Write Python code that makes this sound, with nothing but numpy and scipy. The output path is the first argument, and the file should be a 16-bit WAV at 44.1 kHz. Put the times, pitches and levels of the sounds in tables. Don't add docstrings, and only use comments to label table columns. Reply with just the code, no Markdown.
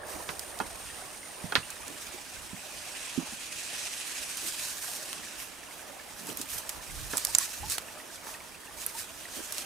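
import sys
import numpy as np
from scipy import signal
from scipy.fft import rfft, irfft
from scipy.io import wavfile
from scipy.ndimage import uniform_filter1d

SR = 44100
rng = np.random.default_rng(int(sys.argv[2]) if len(sys.argv) > 2 else 0)


def wav_out(sig):
    wavfile.write(sys.argv[1], SR, np.round(np.clip(np.atleast_2d(sig).T, -1, 1) * 32767).astype(np.int16))


N = 425873
TIME = np.arange(N) / SR
BINS = np.fft.rfftfreq(N, 1 / SR)


def amp(db):
    return 10 ** (np.asarray(db) / 20)


def unit(x):
    return x / np.sqrt(np.mean(x ** 2) + 1e-20)


def read(points, hz):
    f, value = np.transpose(points)
    return np.interp(np.log(hz + 1), np.log(f), value)


def follow(rows):
    s, *columns = np.transpose(rows)
    return [np.interp(TIME, s, c) for c in columns]


def add(mix, s, sound):
    part = mix[:, max(round(s * SR), 0):][:, :sound.shape[-1]]
    part += sound[..., :part.shape[1]]


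def hump(hz, sharp):
    return lambda f: 1 / (1 + (sharp * (f / hz - hz / (f + 1))) ** 2)


# (frequency [Hz], likeness, held below 0.98)
PORT_LIKENESS = [(30, 2), (250, 0.5), (600, 0.52), (1200, 0.43), (1700, 0.58), (2600, 0.55), (3400, 0.34),
                 (4800, 0.47), (6000, 0.58), (8700, 0.6), (10000, 0.57), (15000, 0.6)]


def pair(x, gain):
    f = np.fft.rfftfreq(x.shape[1], 1 / SR)
    same = np.clip(read(PORT_LIKENESS, f), 0, .98)
    mid, side = rfft(x)
    side = side * np.sqrt((1 - same) / (1 + same))
    return irfft(np.array([mid + side, mid - side]) * gain(f), x.shape[1])


def noise(gain, size=N):
    return unit(pair(rng.standard_normal((2, size)), gain))


def wander(rate):
    return unit(irfft(rfft(rng.standard_normal(N)) / (1 + (BINS / rate) ** 4), N))


def crackle(per_s, spread_db):
    size = amp(spread_db * np.minimum(rng.exponential(1, N), 5))
    struck = rng.random(N) < per_s / SR
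    return unit(rng.standard_normal((2, N)) * size * struck)


def swell(s, length, rise):
    rise = np.clip(rise, .1, .9)
    u = (TIME - s) / length
    return np.exp(-np.minimum(abs(u) / np.where(u < 0, rise, 1 - rise), 10) ** 2)


def burst(hz, t60, sharp, hold, tail_db, tail_t60, size=8192):
    t = np.arange(size) / SR
    fall = amp(-60 * np.maximum(t - hold, 0) / t60)
    shape = fall + amp(tail_db - 60 * t / tail_t60)
    return unit(noise(hump(hz, sharp), size=size) * shape) * np.sqrt(np.mean(shape ** 2))


def ring(modes, pitch, soft=.002, size=8192):
    t = np.arange(size) / SR
    sound = sum(amp(db - 60 * t / t60) * np.sin(2 * np.pi * hz * pitch * t) for hz, db, t60 in modes)
    sound = sound * (1 - np.exp(-(t / soft) ** 2))
    return sound / abs(sound).max()


# (time [s], level [dB], thick stems [dB re level], dry tips [dB re level])
WADING = [(0.05, -52, -7, 1.5), (0.7, -53, -3.5, -4), (0.9, -49.5, -0.5, -6), (1.25, -54.5, -2.5, -5),
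          (2.05, -49.5, -1, -7), (2.68, -50, -3.5, -11), (3.06, -42.5, -2, -23), (3.4, -46, -3, -18),
          (3.78, -40.5, -3, -23), (4.3, -41.5, -3, -16), (4.9, -45, -8.5, 1), (5.2, -45.5, -2.5, -17),
          (5.6, -54.5, 0, -7), (6.1, -55.5, -1, -2.5), (7.5, -46, -5.5, -2), (7.92, -54.5, -1.5, -4),
          (8.6, -57.5, -1.5, -3), (9.6, -48.5, -1.5, -3)]
# (time of the top [s], level [dB], length [s], dry tips [dB re level])
LEG_SWEEPS = [(0.092, -51, 0.083, 0), (2.02, -45.5, 0.046, -5), (4.467, -41, 0.085, -3),
              (4.64, -42.5, 0.18, -6), (5.426, -55, 0.1, 8.5), (5.76, -57, 0.16, 2), (6.21, -50.5, .07, 1),
              (6.3, -54, 0.087, 7.5), (6.4, -50, 0.086, 0), (6.542, -46.5, 0.11, 6),
              (6.703, -50, 0.072, -6), (7.134, -47.5, 0.077, -1), (7.19, -45.5, .1, -6),
              (7.293, -47, 0.11, -5), (7.419, -37, 0.08, -7), (7.724, -39, 0.091, -3.5),
              (8.137, -51, .12, -9), (8.288, -50.5, 0.12, 2.5), (8.852, -49.5, 0.23, 0.5),
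              (8.994, -44, .08, 1), (9.36, -46, .09, 0), (9.45, -45.5, 0.049, -3), (9.58, -46, 0.11, -7)]


def rustle_levels(sweep_rise=0.46, sweep_stems_db=-9, fade_in_s=0.082):
    level_db, stems_db, tips_db = follow(WADING)
    power = amp([level_db + stems_db, level_db, level_db + tips_db]) ** 2
    for s, db, length, dry_db in LEG_SWEEPS:
        peaks = amp([db + sweep_stems_db, db, db + dry_db])
        power += np.outer(peaks, swell(s, length, sweep_rise)) ** 2
    return np.sqrt(power) * np.minimum(TIME / fade_in_s, 1) ** 2


def patchy(x, depth_db):
    z = signal.stft(x, nperseg=512)[2]
    field = rng.standard_normal(z.shape[1:])
    field = uniform_filter1d(field, size=6, axis=0)
    field = uniform_filter1d(field, size=8, axis=1)
    return signal.istft(z * amp(depth_db * unit(field)), nperseg=512)[1][:, :N]


# (frequency [Hz], level [dB])
GRASS_COLOUR = [(590, -31), (1000, -2.5), (1740, 2), (2090, -4), (2460, -1), (3440, -7), (6200, -0.5),
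                (7550, -0.5), (8470, 2), (12400, -2), (13400, -11), (15100, -11), (15800, -33)]


def grass(grain_db=-4, per_s=2600, spread_db=2.0, flutter_db=1.16, clump_db=0.7, patch_db=1.48,
          stems_db=0, blades_db=1.5, tips_db=0):
    rub = rng.standard_normal((2, N)) + amp(grain_db) * crackle(per_s, spread_db)
    unevenness = amp(flutter_db * wander(33) + clump_db * wander(15))
    rub = patchy(rub * unevenness, patch_db)
    # (frequency [Hz], level [dB])
    bands = (
        [(500, -10), (1300, -11.0), (2600, 0.5), (3400, 1.5), (4500, -38.0)],
        [(2500, -60), (3700, 3), (6000, 0.5), (9500, -3.0), (12000, -10)],
        [(9000, -12), (11500, -7.5), (15000, 1.5)])
    out = np.zeros((2, N))
    for trim_db, level, band in zip((stems_db, blades_db, tips_db), rustle_levels(), bands):
        part = unit(pair(rub, lambda f: amp(read(GRASS_COLOUR, f) + read(band, f))))
        out += amp(trim_db) * level * part
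    return out


# (time [s], level [dB], pitch [Hz], t60 [s], sharpness of the resonance)
STALK_SNAPS = [(.394, -23, 8040, .016, 0.56), (.589, -29, 6000, .018, 0.56), (1.703, -29, 8800, 0.038, 1),
               (1.88, -29.5, 7460, 0.016, .8), (4.371, -25, 9000, .045, 0.57), (4.474, -26, 13000, .006, 1),
               (5.13, -21.5, 3800, 0.0057, .3), (6.27, -26.5, 9700, .0075, 1.1), (6.3, -32, 3060, .04, 2.4),
               (6.372, -22, 11500, 0.015, 0.87), (6.414, -24, 7240, 0.04, 0.56),
               (6.582, -26, 9000, .06, .6), (6.6924, -19.5, 7940, 0.027, 0.57),
               (7.171, -13.5, 8000, 0.012, 1.5), (7.179, -16, 8250, 0.021, 0.55),
               (7.2498, -10.5, 8400, 0.011, 0.66), (7.27, -23, 6600, .013, 0.84),
               (7.35, -10, 6560, .013, .9), (7.3498, -8, 7230, 0.016, 13), (7.3848, -7, 9300, .0065, 4.5),
               (7.385, -14.5, 6200, .012, 11), (7.699, -23, 8720, 0.035, 1.3),
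               (7.782, -17.5, 2960, 0.011, 0.15), (8.864, -16, 11300, 0.011, 1.9),
               (9.523, -23, 8150, 0.03, 0.58), (9.5823, -20.5, 7440, 0.0071, 0.43)]


def stalks(snap_db=-8, tick_db=-9, right_db=0.6, wood_db=-38.5, wood_at_db=-17, wood_growth=0.69):
    out = np.zeros((2, N))
    for s, db, hz, t60, sharp in STALK_SNAPS:
        tick = amp(db + tick_db) * burst(hz, 0.0012, 0.65, hold=0, tail_db=-40, tail_t60=.03)
        tear = amp(db + snap_db) * burst(hz, t60, sharp, hold=0.00065, tail_db=-18.5, tail_t60=.08)
        body_db = wood_db + wood_growth * (db - wood_at_db) + snap_db
        body = amp(body_db) * burst(1400, 0.068, 1.0, hold=0.00082, tail_db=-37, tail_t60=.08)
        add(out, s, tick + tear + body)
    out = out * amp([[-right_db], [right_db]])
    treble = amp(read([(11000, 2.5), (13000, 1), (15500, -7)], BINS))
    return irfft(rfft(out) * treble, N)


# (time [s], level [dB], pitch [Hz], length [s])
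BOOT_TREADS = [(.098, -53.5, 486, 0.55), (1.857, -47.5, 350, 0.12), (3.179, -47.5, 790, 0.14),
               (4.418, -48, 302, 0.085), (4.831, -45.5, 1400, 0.07), (5.061, -56.5, 226, 0.37),
               (6.18, -50.5, 226, 0.25), (6.285, -43.5, 320, 0.065), (6.388, -45, 260, 0.07),
               (6.522, -48.5, 804, 0.2), (6.7, -50, 900, 0.19), (7.131, -40.5, 850, 0.072),
               (7.388, -53, 1700, 0.11), (7.641, -52, 110, 0.14), (8.223, -49, 1010, 0.21),
               (9.364, -44.5, 345, 0.07)]


def boots(crumbs_per_s=700):
    out = np.zeros((2, N))
    crumbs = crackle(crumbs_per_s, 1.7)
    for s, db, hz, length in BOOT_TREADS:
        u = np.linspace(0, 8, int(2 * length * SR))
        press = u * np.exp(1 - u)
        own_crumbs = np.roll(crumbs, int(s * SR), axis=1)[:, :len(u)]
        crunch = unit(pair(own_crumbs, hump(hz, 0.94)))
        add(out, s, amp(db) * press * crunch)
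    return out


# (time [s], level [dB], pitch [Hz], t60 [s], sharpness, low thud [dB], bright crack before its lift [dB])
GEAR_KNOCKS = [(0.2905, -22.5, 1600, 0.058, 0.97, -7.5, -5.5), (0.6014, -16, 945, 0.073, 1.8, -8, -18),
               (1.5228, -16.5, 1010, 0.038, 1, -15, -13), (1.554, -9, 1600, 0.077, 0.76, -16, 0),
               (7.1338, -22.5, 1490, 0.022, 1.5, -5, -14)]
# (frequency [Hz], relative level [dB], t60 [s])
GEAR_MODES = [(1006, 5, 0.07), (1250, -8, 0.16), (1414, 10.5, 0.066), (1704, 3.5, 0.065), (2055, -4, 0.06),
              (2570, 1.5, 0.084), (3220, -2.5, 0.11)]
# (time [s], level [dB], factor on the pitch)
SOFT_BUMPS = [(.154, -39, 1.12), (1.44, -29.5, 0.64), (1.555, -39, .52), (1.578, -32.5, 0.46),
              (1.873, -48, 1.22), (2.138, -39.5, 1.3), (2.53, -34, 0.69), (3.176, -21, 0.95),
              (3.323, -41, 0.85)]
# (frequency [Hz], relative level [dB], t60 [s])
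BUMP_MODES = [(180, -2.5, 0.096), (272, 9.5, 0.053), (345, -3.5, 0.094)]


def gear(knock_db=-11.0, ring_db=-9, bump_db=0, rebound_s=.045, rebound_db=-17.5):
    out = np.zeros((2, N))
    for s, db, hz, t60, sharp, thud_db, crack_db in GEAR_KNOCKS:
        clack = burst(hz, t60, sharp, hold=0.0012, tail_db=-16, tail_t60=0.24)
        thud = amp(thud_db) * burst(320, 0.16, 0.51, hold=0.0036, tail_db=-25, tail_t60=0.17)
        crack_gain = amp(crack_db + 7.5)
        crack = crack_gain * burst(4040, 0.0024, 3.5, hold=0.0006, tail_db=-19.5, tail_t60=0.15)
        add(out, s, amp(db + knock_db) * (clack + thud + crack))
        add(out, s, amp(db + ring_db) * ring(GEAR_MODES, 1.0, soft=0.0002))
    for s, db, pitch in SOFT_BUMPS:
        bump = amp(db + bump_db) * ring(BUMP_MODES, pitch, soft=0.0039)
        add(out, s, bump)
        add(out, s + rebound_s, amp(rebound_db) * bump)
    return out * amp([[-1.2], [1]])


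def opening(until_s=1.0, fall_s=0.068):
    return np.clip(1 - (TIME - until_s) / fall_s, 0, 1)


def bubble(hz, t60, rise=0.1):
    t = np.arange(int(t60 * SR) + 2) / SR
    envelope = (1 - np.exp(-t * hz / 2)) * amp(-60 * t / t60)
    phase = 2 * np.pi * np.cumsum(hz * (1 + rise * t / t60)) / SR
    return envelope / envelope.max() * np.sin(phase)


def plinks(per_s, pitch_hz, peak_db, count=200):
    out = np.zeros((2, N))
    draws = rng.random((count, 5))
    times = np.cumsum(2 * draws[:, 0] / per_s)
    for s, (_, pitch, size, life, side) in zip(times, draws):
        hz = pitch_hz * 2 ** (.9 * (pitch - .5))
        sound = bubble(hz, (30 + 45 * life) / hz, rise=.2)
        add(out, s, amp(peak_db - 7 * size) * np.outer([.5 + side, 1.5 - side], sound))
    return out


# (frequency [Hz], level [dB])
WASH_COLOUR = [(15, -26), (25, -8.5), (76, -10), (152, -6), (333, -2.5), (403, -6), (604, -5.5),
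               (1430, -6.5), (1870, -7), (2660, -14.5), (3130, -12.5), (7630, -20), (8970, -15),
               (10500, -19.5), (15800, -26)]
# (time [s], peak level [dB], pitch [Hz], t60 [s])
GURGLES = [(.9, -37, 1820, .045), (1.231, -36, 2060, 0.022), (1.63, -35, 2720, 0.054),
           (5.997, -38, 1700, .04), (7.284, -38.5, 884, 0.099), (7.409, -35, 1073, .06),
           (7.63, -32.5, 810, 0.13), (7.883, -39, 2570, 0.032), (7.998, -38, 1880, .05),
           (8.341, -36, 2550, .027), (8.348, -37.5, 1830, .04), (8.947, -37, 880, .13),
           (9.254, -31.5, 1900, .018)]


def creek(per_s=420, spread_db=2.5, cycles=36, babble_db=-57, water_db=-56.0, hollow_db=-64, gurgle_db=-3,
          wash_db=-51, surge_db=2.3, creek_db=-1, opening_db=6, gurgle_rise_per_s=3.1, count=64):
    flow = amp(creek_db + opening_db * opening() + surge_db * wander(3.3))
    babble = np.zeros((2, N))
    for hz in np.geomspace(560, 2700, count) * rng.uniform(.97, 1.03, count):
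        starts = crackle(per_s / count, spread_db)
        babble += signal.oaconvolve(starts, bubble(hz, cycles / hz)[None], axes=1)[:, :N]
    babble = amp(babble_db) * unit(pair(babble, hump(1240, 0.33)))
    water = amp(water_db) * noise(hump(607, 0.68))
    hollow = amp(hollow_db) * noise(hump(612.5, 27))
    out = flow * (babble + water + hollow)
    out += plinks(17, 2000, -42.5) + plinks(6, 880, -45.5)
    for s, db, hz, t60 in GURGLES:
        add(out, s, amp(db + gurgle_db) * bubble(hz, t60, gurgle_rise_per_s * t60))
    return out + amp(wash_db) * noise(lambda f: amp(read(WASH_COLOUR, f)))


def insect(pulses_per_s=64.5, depth=0.78, low_hz=8650, top_hz=9270, rasp_hz=130, hiss_db=-5,
           level_db=-50.5, rise_s=0.13, hold_until_s=1.25, fade_s=0.67):
    fade = 1 + (np.maximum(TIME - hold_until_s, 0) / fade_s) ** 4
    level = np.sqrt(np.minimum(TIME / rise_s, 1)) / fade
    arch = abs(np.sin(np.pi * np.cumsum(pulses_per_s * (1 + 0.018 * wander(3))) / SR))
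    hz = low_hz + (top_hz - low_hz) * arch
    tones = np.array([np.sin(2 * np.pi * np.cumsum(hz + rasp_hz * wander(500)) / SR) for ear in "LR"])
    buzz = unit(pair(tones, np.ones_like)) + amp(hiss_db) * noise(hump(8920, 5.2))
    return amp(level_db) * level * unit(buzz * (1 - depth + depth * arch))


def drone(hz=2500, sharp=6, level_db=-55, top_s=3.16, length_s=2.1):
    return amp(level_db) * swell(top_s, length_s, 0.39) * noise(hump(hz, sharp))


# (time of the top [s], level [dB], length [s])
GUSTS = [(2.41, -57, .13), (6.55, -51.5, 0.093), (6.78, -50.5, .08), (6.95, -44.5, 0.12), (7.06, -46, 0.18),
         (7.33, -54, 0.1), (7.65, -45, 0.11)]


def breeze(light_db=-65.5, opening_db=7.5, gust_db=-2, gust_rise=0.5, eddy_db=8.5, lump_db=2.5):
    gusts = sum(amp(db) * swell(s, length, gust_rise) for s, db, length in GUSTS)
    light = amp(light_db + opening_db * opening())
    air = np.hypot(light, amp(gust_db) * gusts) * noise(hump(56.6, 0.71))
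    air[0] += amp(eddy_db) * gusts * noise(hump(40, 0.86))[0]
    return air * amp(lump_db * wander(15))


def scene():
    return grass() + stalks() + boots() + gear() + creek() + insect() + drone() + breeze()


# (frequency [Hz], left minus right [dB])
PORT_LEAN = [(40, -19.5), (130, -10), (300, -11.5), (600, -1.5), (1250, -3.5), (1700, -1), (2800, -2.5),
             (3600, -5), (5800, -1.5), (10000, -4), (12400, -8.5), (15000, -7.5)]


def record(dry, edge_hz=15850):
    lean = amp(read(PORT_LEAN, BINS))
    gains = np.array([2 * lean, 2 + 0 * lean]) / (1 + lean)
    ports = irfft(rfft(dry) * gains, N)
    low_pass = signal.firwin(511, edge_hz, window=("kaiser", 9), fs=SR)
    return signal.oaconvolve(ports, low_pass[None], "same")


dry = scene()
out = record(dry)
wav_out(out)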